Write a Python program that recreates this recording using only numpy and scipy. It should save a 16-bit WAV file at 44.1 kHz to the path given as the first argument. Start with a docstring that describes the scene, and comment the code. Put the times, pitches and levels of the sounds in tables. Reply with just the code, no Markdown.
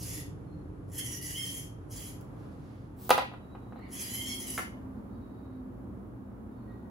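"""A small room with a low electric hum, where a small metal robot arm on a desk moves in four bursts.
Tooth impacts make its servo gears rasp, harmonics of the mesh rate make them whine, and servos holding
a load whistle faintly. The gripper opens and drops a toy strawberry into a plastic tub, which rings
over a low thump from the desk; the last swing ends in a clunk as the slack in the joints closes. Midway
the hand-held microphone turns towards the arm, with a soft brush of sleeve."""
import sys
import numpy as np
from scipy import signal
from scipy.fft import rfft, irfft, next_fast_len
from scipy.io import wavfile
from scipy.ndimage import uniform_filter1d

SR = 44100
rng = np.random.default_rng(int(sys.argv[2]) if len(sys.argv) > 2 else 0)


def bounce(signal):
    """Save signal as a 16-bit WAV file at the path given by the first command-line argument."""
    frames = np.transpose(np.atleast_2d(signal))
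    limited = np.clip(frames, -1, 1)
    pcm = np.round(limited * 32767).astype(np.int16)
    wavfile.write(sys.argv[1], SR, pcm)


N = 304290
TIME = np.arange(N) / SR


def gain_of(db):
    """Amplitude ratio: a factor of ten for every 20 dB."""
    return 10 ** (np.asarray(db) / 20)


def unit_rms(x):
    """Normalisation to unit mean power."""
    return x / np.sqrt(np.mean(x ** 2) + 1e-20)


def curve(points, hz, column=1):
    """Interpolation of a table column on a logarithmic frequency axis."""
    table = np.transpose(points)
    return np.interp(np.log(hz + 1), np.log(table[0] + 1), table[column])


def add(mix, start, sound):
    """Superposition: a sound joins the mix at its start time."""
    part = mix[max(round(start * SR), 0):][:len(sound)]
    part += sound[:len(part)]


def colour(x, points, column=1):
    """Linear filtering: the spectrum is multiplied by a tabulated response."""
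    size = next_fast_len(x.shape[-1] + 2048)
    response = gain_of(curve(points, np.fft.rfftfreq(size, 1 / SR), column))
    return irfft(rfft(x, size) * response, size)[..., :x.shape[-1]]


def drift(hz, size):
    """Random modulation: Gaussian noise of rms near 1, rolled off above hz."""
    f = np.fft.rfftfreq(next_fast_len(size + SR), 1 / SR)
    white = rfft(rng.standard_normal(2 * len(f) - 2))
    return unit_rms(irfft(white * np.exp(-(f / hz) ** 2)))[:size]


def ring(modes, rise_s=0.00021):
    """Free vibration: a struck body sounds as a sum of damped sinusoids, here scaled to peak 1."""
    t = np.arange(SR // 4) / SR
    sound = sum(gain_of(db - 60 * t / t60) * np.sin(2 * np.pi * hz * t) for hz, db, t60 in modes)
    sound *= 1 - np.exp(-t / rise_s)
    return sound / abs(sound).max()


def burst(spectrum, t60, rise_s=0.00017):
    """Modal overlap: countless close modes merge into decaying noise."""
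    t = np.arange(SR // 4) / SR
    envelope = gain_of(-60 * t / t60) * (1 - np.exp(-t / rise_s))
    return colour(rng.standard_normal(len(t)) * envelope, spectrum)


# Room noise spectra facing a monitor and facing the arm: f/Hz, relative spectral level/dB
NOISE_AT_MONITOR = [(20, -28.5), (50, -9), (100, 1.5), (170, -3), (240, -14), (295, 0), (350, -16),
                    (430, -10), (620, -17.5), (1200, -23), (2500, -40.5), (5000, -51.5), (11500, -48.5),
                    (14000, -61.5)]
NOISE_AT_ARM = [(20, -46.5), (50, -1.5), (110, -1), (155, -12), (200, 1.5), (290, -3), (400, -10.5),
                (620, -17), (1200, -22.5), (2500, -43.5), (5000, -55), (11000, -51.5), (13800, -47.5),
                (15500, -51)]
# Likeness of the noise at left and right: f/Hz, coherence
COHERENCE = [(60, 0.84), (130, 0.85), (290, 0.68), (640, 0.37), (1410, 0.41), (3100, 0.071), (6820, 0.11),
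             (15000, 0.53)]
# Noise contours, early and late: t/s, relative rumble level/dB, relative rush level/dB
NOISE_LEVELS = [
    [(0.0, -43, -59), (1.4, -45.5, -61.5), (1.75, -47, -59.5), (2.46, -45, -56.5), (2.84, -48.5, -61),
     (3.0, -49.5, -59)],
    [(4.85, -46, -56.5), (5.05, -44, -57.5), (5.614, -47.5, -59), (5.936, -43.5, -58),
     (6.158, -46.5, -59.5), (6.8, -46, -58)],
]
# Equipment hum: f/Hz, level facing the monitor/dB, level facing the arm/dB
HUM_LINES = [(50.6, -60.5, -66.5), (118, -58, -56), (256.7, -63, -53), (364, -65, -65.5)]


def room_noise(turn_start_s=1.81, turn_length_s=2.8, split_hz=470, wander_hz=2.497, waver_db=4):
    """Partly coherent noise and a line spectrum of hum change colour as the microphone turns."""
    turned = np.clip((TIME - turn_start_s) / turn_length_s, 0, 1)
    hz = np.fft.rfftfreq(N, 1 / SR)
    coherence = curve(COHERENCE, hz)
    low = 1 / (1 + (hz / split_hz) ** 8)
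    times, rumble_db, rush_db = np.concatenate(NOISE_LEVELS).T
    out = np.zeros((2, N))
    for spectrum, share in ((NOISE_AT_MONITOR, 1 - turned), (NOISE_AT_ARM, turned)):
        left, independent = rfft(rng.standard_normal((2, N)))
        right = coherence * left + np.sqrt(1 - coherence ** 2) * independent
        noise = np.array([left, right]) * gain_of(curve(spectrum, hz))
        for band, db in ((low, rumble_db + 1), (1 - low, rush_db + 2)):
            out += np.sqrt(share) * gain_of(np.interp(TIME, times, db)) * unit_rms(irfft(noise * band, N))
    for f, monitor_db, arm_db in HUM_LINES:
        cycles = np.cumsum(f + wander_hz * drift(8, N)) / SR
        db = monitor_db + (arm_db - monitor_db) * turned + waver_db * drift(4, N)
        out += gain_of(db) * unit_rms(np.sin(2 * np.pi * cycles))
    return out * gain_of([[-.4], [.4]])


def tooth_impacts(cycles, slide=0.38, decay_cycles=.3, spread_db=3):
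    """Impact and sliding friction: an envelope in which each tooth strikes with its own force."""
    forces = gain_of(spread_db * rng.standard_normal(int(cycles[-1]) + 1))
    return unit_rms(slide + forces[cycles.astype(int)] * np.exp(-(cycles % 1) / decay_cycles))


def mesh_harmonic(order, cycles):
    """Phase modulation: uneven tooth spacing smears a harmonic in proportion to its order."""
    smear = .085 * order * drift(300, len(cycles))
    return np.sqrt(2) * np.cos(2 * np.pi * (order * cycles + rng.random()) + smear)


def shifting_contact(x, depth_db=3.6, width_hz=520, length_s=0.065):
    """Time-varying excitation: shifting tooth contact favours changing patches of the spectrum."""
    spectra = signal.stft(x, SR, nperseg=512, noverlap=384)[2]
    patches = uniform_filter1d(rng.standard_normal(spectra.shape), int(width_hz * 512 / SR), axis=0)
    patches = uniform_filter1d(patches, int(length_s * SR / 128), axis=1)
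    spectra *= gain_of(depth_db * unit_rms(patches))
    return signal.istft(spectra, SR, nperseg=512, noverlap=384)[1][:len(x)]


# Tone colour of the servo rasp as heard: f/Hz, gain/dB
RASP_COLOUR = [(400, -33), (1500, -14), (1950, 5), (2500, -5.5), (3200, 1.5), (3700, -14), (4250, -9.5),
               (4700, -6), (5400, -2.5), (7000, 3), (8500, -3.5), (10600, 5), (12500, -2), (15800, -4)]


def gear_rasp(cycles, harmonics_db=-2):
    """Source and filter: tooth noise and wavering high mesh harmonics share one tone colour."""
    harmonics = sum(gain_of(4 * drift(20, len(cycles))) * mesh_harmonic(k, cycles) for k in range(4, 16))
    grit = shifting_contact(rng.standard_normal(len(cycles))) * tooth_impacts(cycles)
    source = unit_rms(grit) + gain_of(harmonics_db) * unit_rms(harmonics)
    return unit_rms(colour(source, RASP_COLOUR))


# Partials of the whine: harmonic order, relative level/dB
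WHINE_HARMONICS = [(2, -3.5), (3, 4.5), (4, -12), (5, -17.5)]


def gear_whine(cycles, harmonics=WHINE_HARMONICS, shimmer_db=1.5, shimmer_hz=39):
    """Periodic forcing: meshing teeth radiate harmonics of the mesh rate, each wavering in level."""
    return unit_rms(sum(gain_of(db + shimmer_db * drift(shimmer_hz, len(cycles))) * mesh_harmonic(k, cycles)
                        for k, db in harmonics))


# Moves of the arm: start t/s, run-up/s, braking t/s, rasp level/dB, whine level/dB, fractional flutter
ARM_MOVES = [(-.08, 0.026, 0.18, -42.5, -62, 0.03), (.88, 0.067, 1.595, -42, -56, .013),
             (1.88, 0.044, 2.081, -46, -80, 0.0344), (3.877, 0.054, 4.574, -41.5, -54.5, 0.0166)]
# Gear mesh rate, in three stretches: t/s, f/Hz
MESH_RATE = [
    [(.03, 981), (.09, 917), (.15, 981), (.21, 926)],
    [(0.95, 1026), (1.006, 1075), (1.09, 968.6), (1.15, 968), (1.2, 949), (1.24, 999), (1.29, 957),
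     (1.335, 965), (1.375, 1065), (1.45, 1055), (1.504, 1032), (1.57, 1056), (1.63, 1002)],
    [(3.99, 1058), (4.026, 1053), (4.05, 950), (4.15, 1039), (4.24, 1045), (4.285, 1092), (4.33, 1087),
     (4.39, 1075), (4.414, 1011), (4.458, 1032), (4.488, 956), (4.57, 1008)],
]


def servo(start, run_up, brake, rasp_db, whine_db, flutter, settle_s=.15, stop_s=.12, spin_down_s=.5):
    """Gear noise: rasp and whine share one mesh rate, which flutters most at starting and braking."""
    t = np.arange(max(start, 0), brake + stop_s, 1 / SR)
    braking_s = np.maximum(t - brake, 0)
    mesh_hz = np.interp(t, *np.concatenate(MESH_RATE).T) * np.exp(-braking_s / spin_down_s)
    effort_db = -36 * np.clip(1 - (t - start) / run_up, 0, None) - 271 * braking_s
    rasp_gain = gain_of(rasp_db + effort_db + gear_catches(t) + 1.52 * drift(68, len(t)))
    # The whine enters after the rasp and fades just before the brake.
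    faded = np.clip(1 - np.minimum((t - start) / .089, (brake - t) / .04), 0, 1)
    whine_gain = gain_of(whine_db + 1.1 * effort_db - 21.5 * faded)
    unsettled = np.clip(np.maximum(1 - ((t - start) / settle_s) ** 2, braking_s / stop_s), 0, 1)
    cycles = np.cumsum(mesh_hz * (1 + (flutter + .03 * unsettled) * drift(220, len(t)))) / SR
    wobble = 1 + .098 * np.cos(2 * np.pi * cycles / 10)  # the pinion runs slightly off centre
    gears = rasp_gain * gear_rasp(cycles) + whine_gain * gear_whine(cycles) + squeals(t, cycles)
    return t[0], wobble * gears


# Runs of a second joint: start t/s, end t/s, mesh f/Hz, level/dB
SLOW_MOVES = [(0, 0.224, 858, -56), (1.925, 2.09, 819, -58), (3.949, 4.106, 838, -51)]
# Partials of its whine: harmonic order, relative level/dB
SLOW_HARMONICS = [(2, -7), (3, -4), (4, 1.5), (5, -5.5), (6, 1.5), (8, -3)]


def slow_joint(start, end, mesh_hz, db, flutter=0.0338):
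    """Amplitude modulation: deep swings in each harmonic make a slower gear train stutter."""
    size = int((end - start) * SR)
    cycles = np.cumsum(mesh_hz * (1 + flutter * drift(150, size))) / SR
    tone = gear_whine(cycles, SLOW_HARMONICS, shimmer_db=5, shimmer_hz=45)
    return start, gain_of(db) * tone * signal.windows.tukey(size, .2)


# Holding tones of the servos: start t/s, end t/s, f/Hz, level/dB, fractional pitch waver
HOLDING_TONES = [(0.467, 0.585, 4200, -79, 0.0088), (3.325, 3.764, 3877, -80.5, 0.0077),
                 (3.748, 3.975, 1984, -61.5, 0.089), (3.747, 3.93, 2850, -75, 0.068),
                 (3.748, 3.93, 4080, -73.5, 0.094), (4.844, 5.7, 4310, -89.5, 0.088),
                 (5.05, 5.62, 3834, -83.5, 0.013), (6.48, 6.86, 3700, -89, 0.023),
                 (6.519, 6.88, 4280, -89.5, 0.0257), (6.673, 6.727, 1900, -63.5, 0.0077),
                 (6.727, 6.89, 1914, -75.5, 0.017)]


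def whistle(start, end, hz, db, waver, flutter_db=4):
    """Frequency and amplitude modulation: a servo holding its load gives a thin, unsteady tone."""
    size = int((end - start) * SR)
    cycles = np.cumsum(hz * (1 + waver * drift(142, size))) / SR
    tone = np.sin(2 * np.pi * cycles) * gain_of(flutter_db * drift(34.83, size))
    return start, gain_of(db) * unit_rms(tone * signal.windows.tukey(size, .25))


# Single tooth clicks: t/s, level/dB
TOOTH_CLICKS = [(.888, -58), (2.21, -47.5)]
# Hard plastic meeting plastic: f/Hz, relative level/dB
TICK_SPECTRUM = [(500, -14), (2000, -6.5), (4000, -8.5), (6000, -3.5), (10000, -0.5), (14000, 2.5),
                 (15800, 0.5)]


def tooth_clicks():
    """Brief contact has a broad spectrum: a tooth clicks as a move starts or settles."""
    out = np.zeros(N)
    for start, db in TOOTH_CLICKS:
        add(out, start, gain_of(db) * burst(TICK_SPECTRUM, t60=.032))
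    return out


# Catches of the gears: release t/s, depth of sag/dB, height of surge/dB
GEAR_CATCHES = [(.975, -1, 9), (1.045, 15, 5), (1.112, 5, 2), (1.215, 21, 2.5), (1.925, -4, 1.5),
                (3.995, 0, 6.5), (4.128, -1.5, 5), (4.262, 1.5, 4), (4.398, 10, 1.5), (4.465, 3, 4)]


def gear_catches(t, half_width_s=0.016):
    """Stick and slip: the change in rasp level, in dB, as loaded gears catch and then surge free."""
    db = np.zeros(len(t))
    for release, sag_db, surge_db in GEAR_CATCHES:
        offset = (t - release) / half_width_s
        db += np.where(offset < 0, sag_db, surge_db) * offset * np.exp((1 - offset ** 2) / 2)
    return db


# Harmonics that sing out under load: start t/s, end t/s, harmonic order, level/dB
LOAD_SQUEALS = [(0.967, 1.05, 3, -47.5), (1.03, 1.158, 6, -51), (0.96, 1.169, 2, -54),
                (1.099, 1.375, 2, -55.5), (1.11, 1.15, 6, -41), (1.332, 1.484, 3, -40.5),
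                (1.356, 1.45, 2, -48), (1.363, 1.454, 5, -54), (1.523, 1.597, 3, -50.5),
                (4.12, 4.272, 3, -43.5), (4.132, 4.175, 7, -59), (4.135, 4.24, 2, -48.5),
                (4.246, 4.386, 3, -49.5), (4.251, 4.346, 2, -53.5), (4.26, 4.348, 5, -49.5),
                (4.263, 4.354, 6, -54), (4.28, 4.34, 4, -53), (4.493, 4.551, 3, -51.5)]


def squeals(t, cycles, shimmer_db=3):
    """Forced vibration: single harmonics swell out of the whine and follow its pitch."""
    out = np.zeros(len(t))
    for start, end, order, db in LOAD_SQUEALS:
        swell = np.sin(np.pi * np.clip((t - start) / (end - start), 0, 1)) ** 2
        out += gain_of(db) * np.sqrt(np.minimum(2 * swell, 1)) * mesh_harmonic(order, cycles)
    return out * gain_of(shimmer_db * drift(60, len(t)))


# Brushing cloth: f/Hz, relative level/dB
CLOTH_SPECTRUM = [(300, -8), (900, 1), (2400, -9), (4500, -13), (7000, -17), (12000, -24)]


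def sleeve(start=2.3, end=2.93, level_db=-68, uneven_db=2):
    """Friction noise: a sleeve brushes softly as the hand turns the microphone."""
    size = int((end - start) * SR)
    brush = unit_rms(colour(rng.standard_normal(size), CLOTH_SPECTRUM))
    brush *= gain_of(level_db + uneven_db * drift(12, size))
    return start, brush * signal.windows.tukey(size, .5)


# Thin rasp of the light gripper servo: f/Hz, relative level/dB
GRIPPER_SPECTRUM = [(400, -26.5), (1000, -14.5), (3000, -9.5), (7000, -9.5), (8400, 0), (10500, -15),
                    (12500, 1), (14500, 5), (15800, 1)]


def gripper(start=2.958, end=3.09, rise_s=0.089, level_db=-46, mesh_hz=1400):
    """Modulated noise: tooth impacts pulse at the mesh rate while the jaws open."""
    t = np.arange(0, end - start, 1 / SR)
    swell = np.minimum(t / rise_s, 1) * signal.windows.tukey(len(t), .1)
    grit = rng.standard_normal(len(t)) * tooth_impacts(mesh_hz * t)
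    return start, gain_of(level_db) * swell * unit_rms(colour(grit, GRIPPER_SPECTRUM))


# The strawberry lands, bounces and rocks: t/s, level/dB, contact hardness (0-1)
LANDINGS = [(3.093, -14.5, .6), (3.1029, -23, 1), (3.105, -1, 0.47), (3.111, -17.5, 0), (3.154, -25, 0.2),
            (3.178, -10.5, 0.22), (3.1842, -23.5, .1), (3.193, -20, 0.15), (3.221, -23, 0.16),
            (3.315, -34.5, 0), (3.336, -31.5, 0.05), (3.549, -33, 0), (3.668, -44, 0), (3.722, -34.5, 0.01),
            (3.758, -36, 0), (3.791, -39, 0.14)]
# Ringing of the tub, with a low thump from the desk under it: f/Hz, relative level/dB, T60/s
TUB_AND_DESK = [(245, -20.5, .22), (528, -9.5, 0.085), (637, -7, 0.021), (725, -6, 0.052), (806, 2, 0.029),
                (979, -7, 0.083), (1096, -6, .04), (1225, -6.5, .035), (1405, -11, .025),
                (1930, -15.5, .07), (2385, -19, 0.078), (2590, -22.5, 0.083), (2774, -22.5, .09),
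                (3960, -18, 0.044)]
# Dense, quickly damped modes of the tub's plastic walls: f/Hz, relative level/dB
WALL_SPECTRUM = [(200, -31), (400, -18), (550, -1), (1000, 7), (1700, -7.5), (2700, -5.5), (4300, -8),
                 (5500, -20), (9000, -22)]


def strawberry(lag_s=0.0013, lowest_hz=330):
    """Impact on a shell: a hard contact ticks, then slower bending waves sound in the tub and desk."""
    out = np.zeros(N)
    for start, db, hardness in LANDINGS:
        add(out, start, hardness * gain_of(db - 3) * burst(TICK_SPECTRUM, t60=.008))
        body = ring(TUB_AND_DESK) + gain_of(-6) * burst(WALL_SPECTRUM, t60=.066, rise_s=.00083)
        # Gentle touches sound duller; the small tub radiates little bass.
        top_hz = np.clip(14000 * gain_of(.5 * db), 1000, 16000)
        band = signal.butter(2, [lowest_hz, top_hz], "band", fs=SR, output="sos")
        add(out, start + lag_s, gain_of(db) * signal.sosfilt(band, body))
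    return out


# Paths from the tub to the microphone ports: f/Hz, left gain/dB, right gain/dB
TUB_PATHS = [(500, 0.5, 1.5), (1000, 2, 0.5), (2000, 2.5, 3), (4000, 0, 2.5), (10000, 3, 3)]


def tub_paths(left, right):
    """Transfer functions: each port receives the tub with its own colour."""
    return np.array([colour(left, TUB_PATHS, column=1), colour(right, TUB_PATHS, column=2)])


# Modes of the arm's links: f/Hz, relative level/dB, T60/s
ARM_MODES = [(130, -24, .2), (290, -20, .1), (400, -19, .06), (495, -13, .06), (620, -17, .04),
             (800, -12, .04), (1170, -6, .025), (1430, -1, .02), (1530, -3, .02), (1720, -4, .02),
             (2090, -3, .024), (2880, -9, .013)]
# Loose washers and wires: f/Hz, relative level/dB
RATTLE_SPECTRUM = [(200, -2.5), (600, 2), (1400, 3), (2300, 0), (3200, -13), (4200, -21), (8000, -12.5)]


def clunk(start=4.578, level_db=-17, rebound_s=0.012, loss_db=4):
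    """Backlash: joint slack closes in four weakening blows that ring the links and shake loose parts."""
    out = np.zeros(N)
    for k in range(4):
        blow = ring(ARM_MODES) + gain_of(-2) * burst(RATTLE_SPECTRUM, t60=.064, rise_s=.0008)
        add(out, start + k * rebound_s, gain_of(level_db - loss_db * k ** 2) * blow)
    return out


# Reverberation time of the room: f/Hz, T60/s
ROOM_DECAY = [(150, 0.55), (500, 0.23), (1200, 0.28), (3000, 0.42), (7000, .29), (15000, 0.23)]


def room(x, wet_db, gap_s=0.0048):
    """Reverberation: dense reflections follow the direct sound, each band decaying at its own rate."""
    shape = (2, SR * 2 // 3)
    reflections = rng.standard_normal(shape) * (rng.random(shape) < .12)
    hz, t, spectra = signal.stft(reflections, SR, nperseg=256)
    decay = gain_of(-60 * t / curve(ROOM_DECAY, hz)[:, None])
    response = signal.istft(spectra * decay, SR, nperseg=256)[1]
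    response[:, :int(gap_s * SR)] = 0
    response *= gain_of(wet_db) / np.linalg.norm(response, axis=1, keepdims=True)
    response[:, 0] += 1  # direct sound
    response /= np.sqrt(1 + gain_of(wet_db) ** 2)  # power is conserved
    return signal.fftconvolve(x[None], response, axes=1)[:, :x.size]


def scene():
    """Superposition: servos, sleeve, tub and knocks reverberate over the room's noise."""
    movement = np.zeros(N)
    for source, table in ((servo, ARM_MOVES), (slow_joint, SLOW_MOVES), (whistle, HOLDING_TONES)):
        for row in table:
            add(movement, *source(*row))
    add(movement, *gripper())
    add(movement, *sleeve())
    tub = tub_paths(*room(strawberry(), wet_db=-4))
    movement = room(movement, wet_db=1) * gain_of([[-.5], [.5]])
    knocks = room(clunk() + tooth_clicks(), wet_db=-1.5)
    return movement + tub + knocks + room_noise()


# Response of the two microphone ports: f/Hz, sum gain/dB, difference gain/dB
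PORT_RESPONSE = [(15, -11, -14), (45, 0.5, -6), (200, 0.5, -1), (500, -1.5, 0.5), (2003, -2.5, 2),
                 (4594, 0.5, 1.5), (7060, -0.5, -0.5), (8500, 4, -9), (10500, 1, -5), (13500, 1, -13.5),
                 (15500, -2.5, -12)]


def record(dry, edge_hz=15800, lag_s=.000203, lag_above_hz=6100):
    """Mid-side filtering: the ports shed deep bass and narrow the treble; a low-pass limits the band."""
    mid = colour((dry[0] + dry[1]) / 2, PORT_RESPONSE, column=1)
    side = colour((dry[0] - dry[1]) / 2, PORT_RESPONSE, column=2)
    # Group delay: the left port hears the treble slightly late.
    lag_cycles = lag_s * np.maximum(np.fft.rfftfreq(N, 1 / SR) - lag_above_hz, 0)
    left = irfft(rfft(mid + side) * np.exp(-2j * np.pi * lag_cycles), N)
    low_pass = signal.firwin(511, edge_hz, window=("kaiser", 9), fs=SR)
    return signal.oaconvolve(np.array([left, mid - side]), low_pass[None], "same", axes=1)


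dry = scene()
out = record(dry)
bounce(out)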